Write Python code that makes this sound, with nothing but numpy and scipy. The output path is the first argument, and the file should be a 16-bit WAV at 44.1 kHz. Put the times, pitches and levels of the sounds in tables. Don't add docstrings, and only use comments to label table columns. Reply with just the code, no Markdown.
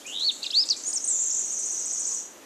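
import sys
import numpy as np
from scipy import signal
from scipy.fft import rfft, irfft
from scipy.io import wavfile
from scipy.ndimage import uniform_filter1d

SR = 44100
rng = np.random.default_rng(int(sys.argv[2]) if len(sys.argv) > 2 else 0)


def invert_db(x):
    u = np.asarray(x, float) / 20
    return 10 ** u


def transcribe(signal):
    frames = np.atleast_2d(signal).T
    limited = np.clip(frames, -1, 1)
    pcm = np.round(limited * 32767).astype(np.int16)
    wavfile.write(sys.argv[1], SR, pcm)


N = 108045
LEAD = SR // 4


def slow(rate, size):
    r = np.exp(-2 * np.pi * rate / SR)
    x = signal.lfilter([1], [1, -2 * r, r * r], rng.standard_normal(size + 4000))[4000:]
    return x / x.std()


def coloured(points):
    hz = np.maximum(np.arange(N // 2 + 1) * SR / N, 10)
    points = np.array(points)
    gain = invert_db(np.interp(np.log(hz), np.log(points[:, 0]), points[:, 1]))
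    x = irfft(rfft(rng.standard_normal(N)) * gain, N)
    return x / x.std()


def air():
    # f/Hz, density/dB
    air_colour = [(200, 2), (833, -7.5), (1330, -11), (2290, -13), (4010, -12), (8500, -14), (14300, -21),
                  (14700, -64)]
    # f/Hz, density/dB
    side_colour = [(18, -44), (30, 0), (263, -8.5), (816, -10.5), (1110, -4.5), (2530, -11), (3090, -24),
                   (6000, -25), (7800, -35), (13200, -120)]
    hiss_band = [2190, 16100]
    t = np.arange(N) / SR

    high_pass = signal.butter(4, 263.6, "high", fs=SR, output="sos")
    low_pass = signal.butter(2, 140, "low", fs=SR, output="sos")
    rumble = signal.sosfilt(low_pass, rng.standard_normal(N))
    mid = invert_db(-47 + 0.6 * slow(12.3, N)) * signal.sosfilt(high_pass, coloured(air_colour))
    mid = mid + invert_db(-77 + 1.5 * slow(5.5, N)) * rumble / rumble.std()

    hiss = signal.sosfilt(signal.butter(2, hiss_band, "band", fs=SR, output="sos"), mid)
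    sink_db = -6.5 * np.clip((t - 2.165) / 0.13, 0, 1)
    mid = mid + hiss * (invert_db(sink_db) - 1)

    machine = invert_db(-66 + 3.5 * slow(30, N)) * np.sin(2 * np.pi * 1080 * t)
    opening = np.clip((t - 1.397) / 0.12, 0, 1)
    side = opening * (invert_db(-62.5) * coloured(side_colour) + machine)
    return mid + side * np.array([[1], [-1]])


def whistle(track, rows, warble=None, half_db=-94.0, rough=1, over_db=-94.0):
    s, hz, db = np.transpose(rows)
    t = np.arange(s[0], s[-1], 1 / SR)
    size = len(t)
    slur = max(1, int(min(0.0049, (s[-1] - s[0]) / 10) * SR))
    pitch = uniform_filter1d(np.interp(t, s, hz), slur, mode="nearest")
    rough_db, rough_hz = 1.6 * rough, 18 * rough
    level = np.interp(t, s, db) + rough_db * np.minimum(slow(257, size + 500)[:size], 1)
    if warble:
        bend, throb = warble(t)
        pitch, level = pitch + bend, level + throb
    pitch = pitch + rough_hz * slow(166, size + 500)[:size]
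    phase = 2 * np.pi * np.cumsum(pitch) / SR
    tone = np.sin(phase)
    tone = tone + invert_db(half_db) * np.sin(phase / 2)
    tone = tone + invert_db(over_db) * np.sin(2 * phase)
    edge = np.clip(np.minimum(t - s[0], s[-1] - t) / 0.00061, 0, 1)
    i = LEAD + int(s[0] * SR)
    track[i:i + size] += np.sqrt(2) * invert_db(level) * edge * tone


def bushes(x, wet_db, scatter_s, late_db, t60):
    t = np.arange(SR) / SR
    decay = np.exp(-(t / scatter_s) ** 2) + invert_db(late_db - 60 * t / t60)
    tail = rng.standard_normal(SR) * decay * np.clip(t / 0.0066, 0, 1)
    return invert_db(wet_db) * signal.fftconvolve(x, tail / np.sqrt(np.sum(tail ** 2)))[LEAD:len(x)]


def strokes(track, marks, shape, growth=0):
    for s, db in marks:
        scale = 1 + 0.00693 * rng.standard_normal()
        note = np.array(shape) * [1, scale, 1] + [s, 0, db]
        note[:2, 2] += growth * (s - marks[-1][0]) * np.array([1, 0.5])
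        whistle(track, note, rough=1.2)


def far_bird():
    # t/s, level/dB
    chip_marks = [(-.07, -46.5), (.068, -41.5), (.198, -42), (.319, -41), (.436, -40.5), (.547, -41),
                  (.657, -40), (.768, -39), (.872, -35.5)]
    # t/s from its mark, f/Hz, level/dB
    chip = [(-.008, 4900, -10), (-.004, 6000, 4), (-.001, 7050, 10), (.002, 8050, 2), (.006, 8800, -16)]
    # t/s, level/dB
    trill_marks = [(.947, -38), (1.02, -36.5), (1.08, -36), (1.141, -35.5), (1.204, -33.5), (1.267, -39),
                   (1.328, -33.5), (1.391, -32.5), (1.458, -32), (1.522, -31.5), (1.59, -31.5),
                   (1.654, -31), (1.721, -31), (1.79, -32), (1.857, -31.5), (1.926, -31.5), (1.996, -31.5),
                   (2.068, -30), (2.14, -31.5)]
    # t/s from its mark, f/Hz, level/dB
    stroke_up = [(-.029, 4550, -17), (-.025, 5300, -8), (-.021, 5950, -1), (-.015, 6500, 2),
                 (-.008, 6800, -3)]
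    # t/s from its mark, f/Hz, level/dB
    stroke_down = [(-.005, 9200, -36), (-.001, 8650, -12), (.001, 8350, -2), (.005, 7550, -2),
                   (.01, 6800, 1), (.017, 6650, -7)]
    # t/s from its mark, f/Hz, level/dB
    stroke_low = [(0.016, 5582, -34), (0.025, 5890, 2.5), (0.033, 6900, -13)]

    clear, veiled, chips = np.zeros((3, N + LEAD))
    strokes(chips, chip_marks, chip)
    strokes(veiled, trill_marks, stroke_up, growth=28)
    strokes(clear, trill_marks, stroke_down)
    strokes(veiled, trill_marks, stroke_low)
    direct = clear + invert_db(-2) * veiled + invert_db(-6.5) * chips
    smear = bushes(direct, -3, scatter_s=0.007, late_db=-60, t60=1)
    echoes = bushes(clear + veiled + chips, 2, scatter_s=0.09, late_db=-7, t60=0.93)
    return direct[LEAD:] + smear + echoes


def near_leaves(x, wet_db):
    return bushes(x, wet_db, scatter_s=0.02, late_db=-5, t60=0.56)


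def faint_piper():
    # t/s, f/Hz, level/dB
    pipes = [
        [(.424, 2650, -53), (.45, 2850, -39), (.482, 2700, -53)],
        [(.515, 2700, -51), (.56, 2700, -55.5), (.61, 2610, -55.5), (.64, 2640, -63)],
        [(.66, 2600, -61), (.71, 2810, -56), (.72, 2790, -55)],
        [(.745, 2410, -69), (.77, 2397, -52), (.79, 2370, -107)],
        [(0, 3270, -70), (.02, 3150, -51.5), (.04, 3710, -58)],
        [(2.11, 1080, -58), (2.13, 1080, -55.5), (2.2, 1080, -72)],
    ]
    track = np.zeros(N + LEAD)
    for note in pipes:
        whistle(track, note)
    return track[LEAD:] + near_leaves(track, -11)


def beats(t, table, top_s):
    s, rate, swing = np.transpose(table)
    turns = np.cumsum(np.interp(t, s, rate)) / SR
    return turns - np.interp(top_s, t, turns), np.interp(t, s, swing)


def round_warble(t):
    # t/s, rate/Hz, swing/Hz
    vibrato = [(.075, 108, 110), (.105, 112, 120), (.135, 112, 330), (.158, 96, 430), (.205, 78, 410),
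               (.228, 82, 200), (.25, 82, 140), (.262, 82, 10)]
    turns, swing = beats(t, vibrato, 0.1865)
    wave = np.cos(2 * np.pi * turns)
    return swing * wave, 4.5 * wave * swing / swing.max()


def saw_warble(t):
    # t/s, rate/Hz, swing/Hz
    sawing = [(1.116, 41, 11.5), (1.15, 46, 300), (1.22, 51, 420), (1.299, 46, 900), (1.36, 44, 750),
              (1.45, 43, 600)]
    turns, swing = beats(t, sawing, 1.285)
    swing = swing * (1 + 0.2 * np.clip(slow(56.5, len(t)), -2, 1))
    drop = 1 - 0.72
    wave = uniform_filter1d(-signal.sawtooth(2 * np.pi * turns, drop), size=120)
    hush = uniform_filter1d(-6.0 * (turns % 1 < drop), size=60)
    return swing * (wave - 1), (5.5 * wave + hush) * swing / swing.max()


def near_bird():
    # t/s, f/Hz, level/dB
    lead_in = [(.044, 2270, -60), (.058, 2430, -42.5), (.073, 2600, -45)]
    # t/s, centre f/Hz, level/dB
    opening = [(.075, 2795, -42), (0.091, 2906, -40), (0.106, 2770, -42), (0.121, 3000, -39.5),
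               (0.149, 3393, -34.5), (0.189, 3460, -34), (.222, 3860, -28), (.25, 4375, -25.5),
               (.27, 4513, -24)]
    # t/s, f/Hz, level/dB
    opening_fall = [(.278, 4426, -22.5), (.288, 4074, -22.5), (.3, 3500, -21), (.304, 3250, -36),
                    (.313, 2600, -42)]
    # t/s, f/Hz, level/dB
    flicks = [
        [(.429, 3660, -27), (.434, 4930, -27), (.441, 3860, -30.5), (.45, 2545, -38), (.466, 2340, -60)],
        [(.461, 5000, -35), (.468, 3730, -24), (.474, 3320, -36)],
        [(.502, 2930, -43), (.507, 3890, -26.5), (.512, 4800, -30.5), (.516, 5640, -31)],
        [(.45, 4800, -48), (.456, 5300, -39), (.461, 5100, -40)],
        [(.42, 3760, -40), (.425, 4000, -43), (.428, 4300, -42)],
        [(1.306, 6070, -39), (1.312, 5280, -30), (1.317, 6100, -42)],
        [(.688, 6400, -22), (.69, 5200, -26), (.692, 3980, -23)],
        [(1.039, 5780, -40), (1.043, 6460, -24.5), (1.047, 8000, -27.5), (1.054, 8840, -33), (1.065, 9400, -43)],
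        [(.836, 6900, -36), (.839, 6020, -31), (.842, 6000, -38)],
        [(.841, 7260, -45), (.845, 7300, -35), (.849, 7560, -44)],
    ]
    # t/s, f/Hz, level/dB
    arch = [(.516, 2550, -50), (.53, 3150, -36), (.546, 3780, -24), (.558, 4230, -22), (.576, 4500, -18),
            (.606, 5080, -19.5), (.619, 5260, -30), (.63, 5100, -23), (.642, 3400, -36)]
    # t/s, f/Hz, level/dB
    fall = [(.698, 6630, -27), (.703, 5630, -22), (.709, 4740, -17.5), (0.722, 4250, -23.5),
            (0.731, 3830, -28.5), (0.742, 3140, -52)]
    # t/s, f/Hz, level/dB
    low_voice = [(.842, 4400, -62), (.851, 6300, -35), (.862, 6620, -30.5), (0.875, 6870, -29),
                 (.89, 6930, -29), (.901, 6870, -35), (.911, 6360, -36)]
    # t/s, f/Hz, level/dB
    high_voice = [(.863, 8780, -44), (.87, 8750, -39), (.889, 8850, -36), (.901, 9000, -36),
                  (.909, 8700, -35), (.914, 7300, -50)]
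    # t/s, f/Hz, level/dB
    hook = [(0.93, 4170, -25), (.933, 6860, -29), (.938, 8300, -27), (0.946, 8850, -30.5),
            (0.952, 8040, -30), (0.964, 6500, -24), (0.978, 5400, -26), (0.981, 5240, -29),
            (0.985, 5170, -45)]
    # t/s, top f/Hz, level/dB
    closing = [(1.075, 9280, -29), (1.081, 6700, -23), (1.092, 8170, -30.5), (1.113, 7470, -24),
               (1.136, 7330, -27), (1.241, 7624, -29.5), (1.348, 7524, -30), (1.42, 7450, -31),
               (1.46, 7130, -43)]

    track, buzz = np.zeros((2, N + LEAD))
    whistle(track, opening + opening_fall, round_warble, rough=1.45)
    for note in [lead_in, arch, fall, high_voice, low_voice, hook] + flicks:
        whistle(track, note)
    whistle(buzz, closing, saw_warble, half_db=-32.5, rough=2.8, over_db=-42)
    return (track + buzz)[LEAD:] + near_leaves(buzz, -7) + near_leaves(track, -11)


def ragged_top(x):
    # t/s, f/Hz
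    top_edge = [(0, 13900), (.08, 12800), (.3, 12800), (.37, 14000), (.44, 12800), (.75, 12400),
                (.9, 12900), (1.05, 12500), (1.45, 13100), (2.14, 13100), (2.2, 14000), (2.3, 15000)]
    hz, s, cells = signal.stft(x, SR, nperseg=2048)
    chance = rng.standard_normal((len(hz) // 5 + 1, len(s)))
    chance = uniform_filter1d(chance, size=2, axis=1) * np.sqrt(2)
    wander = 520 * np.repeat(chance, 5, axis=0)[:len(hz)]
    edge = np.interp(s, *np.transpose(top_edge)) + wander
    overtone = (hz[:, None] > 14800) & (s > 1.07) & (s < 1.27)
    keep = (hz[:, None] < edge) | overtone
    return signal.istft(cells * keep, SR, nperseg=2048)[1][:, :N]


def scene():
    return air() + far_bird() + faint_piper() + near_bird()


def band_limit(x):
    return signal.sosfilt(signal.butter(12, 15310, fs=SR, output="sos"), x)


def record(dry):
    return band_limit(ragged_top(dry))


dry = scene()
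out = record(dry)
transcribe(out)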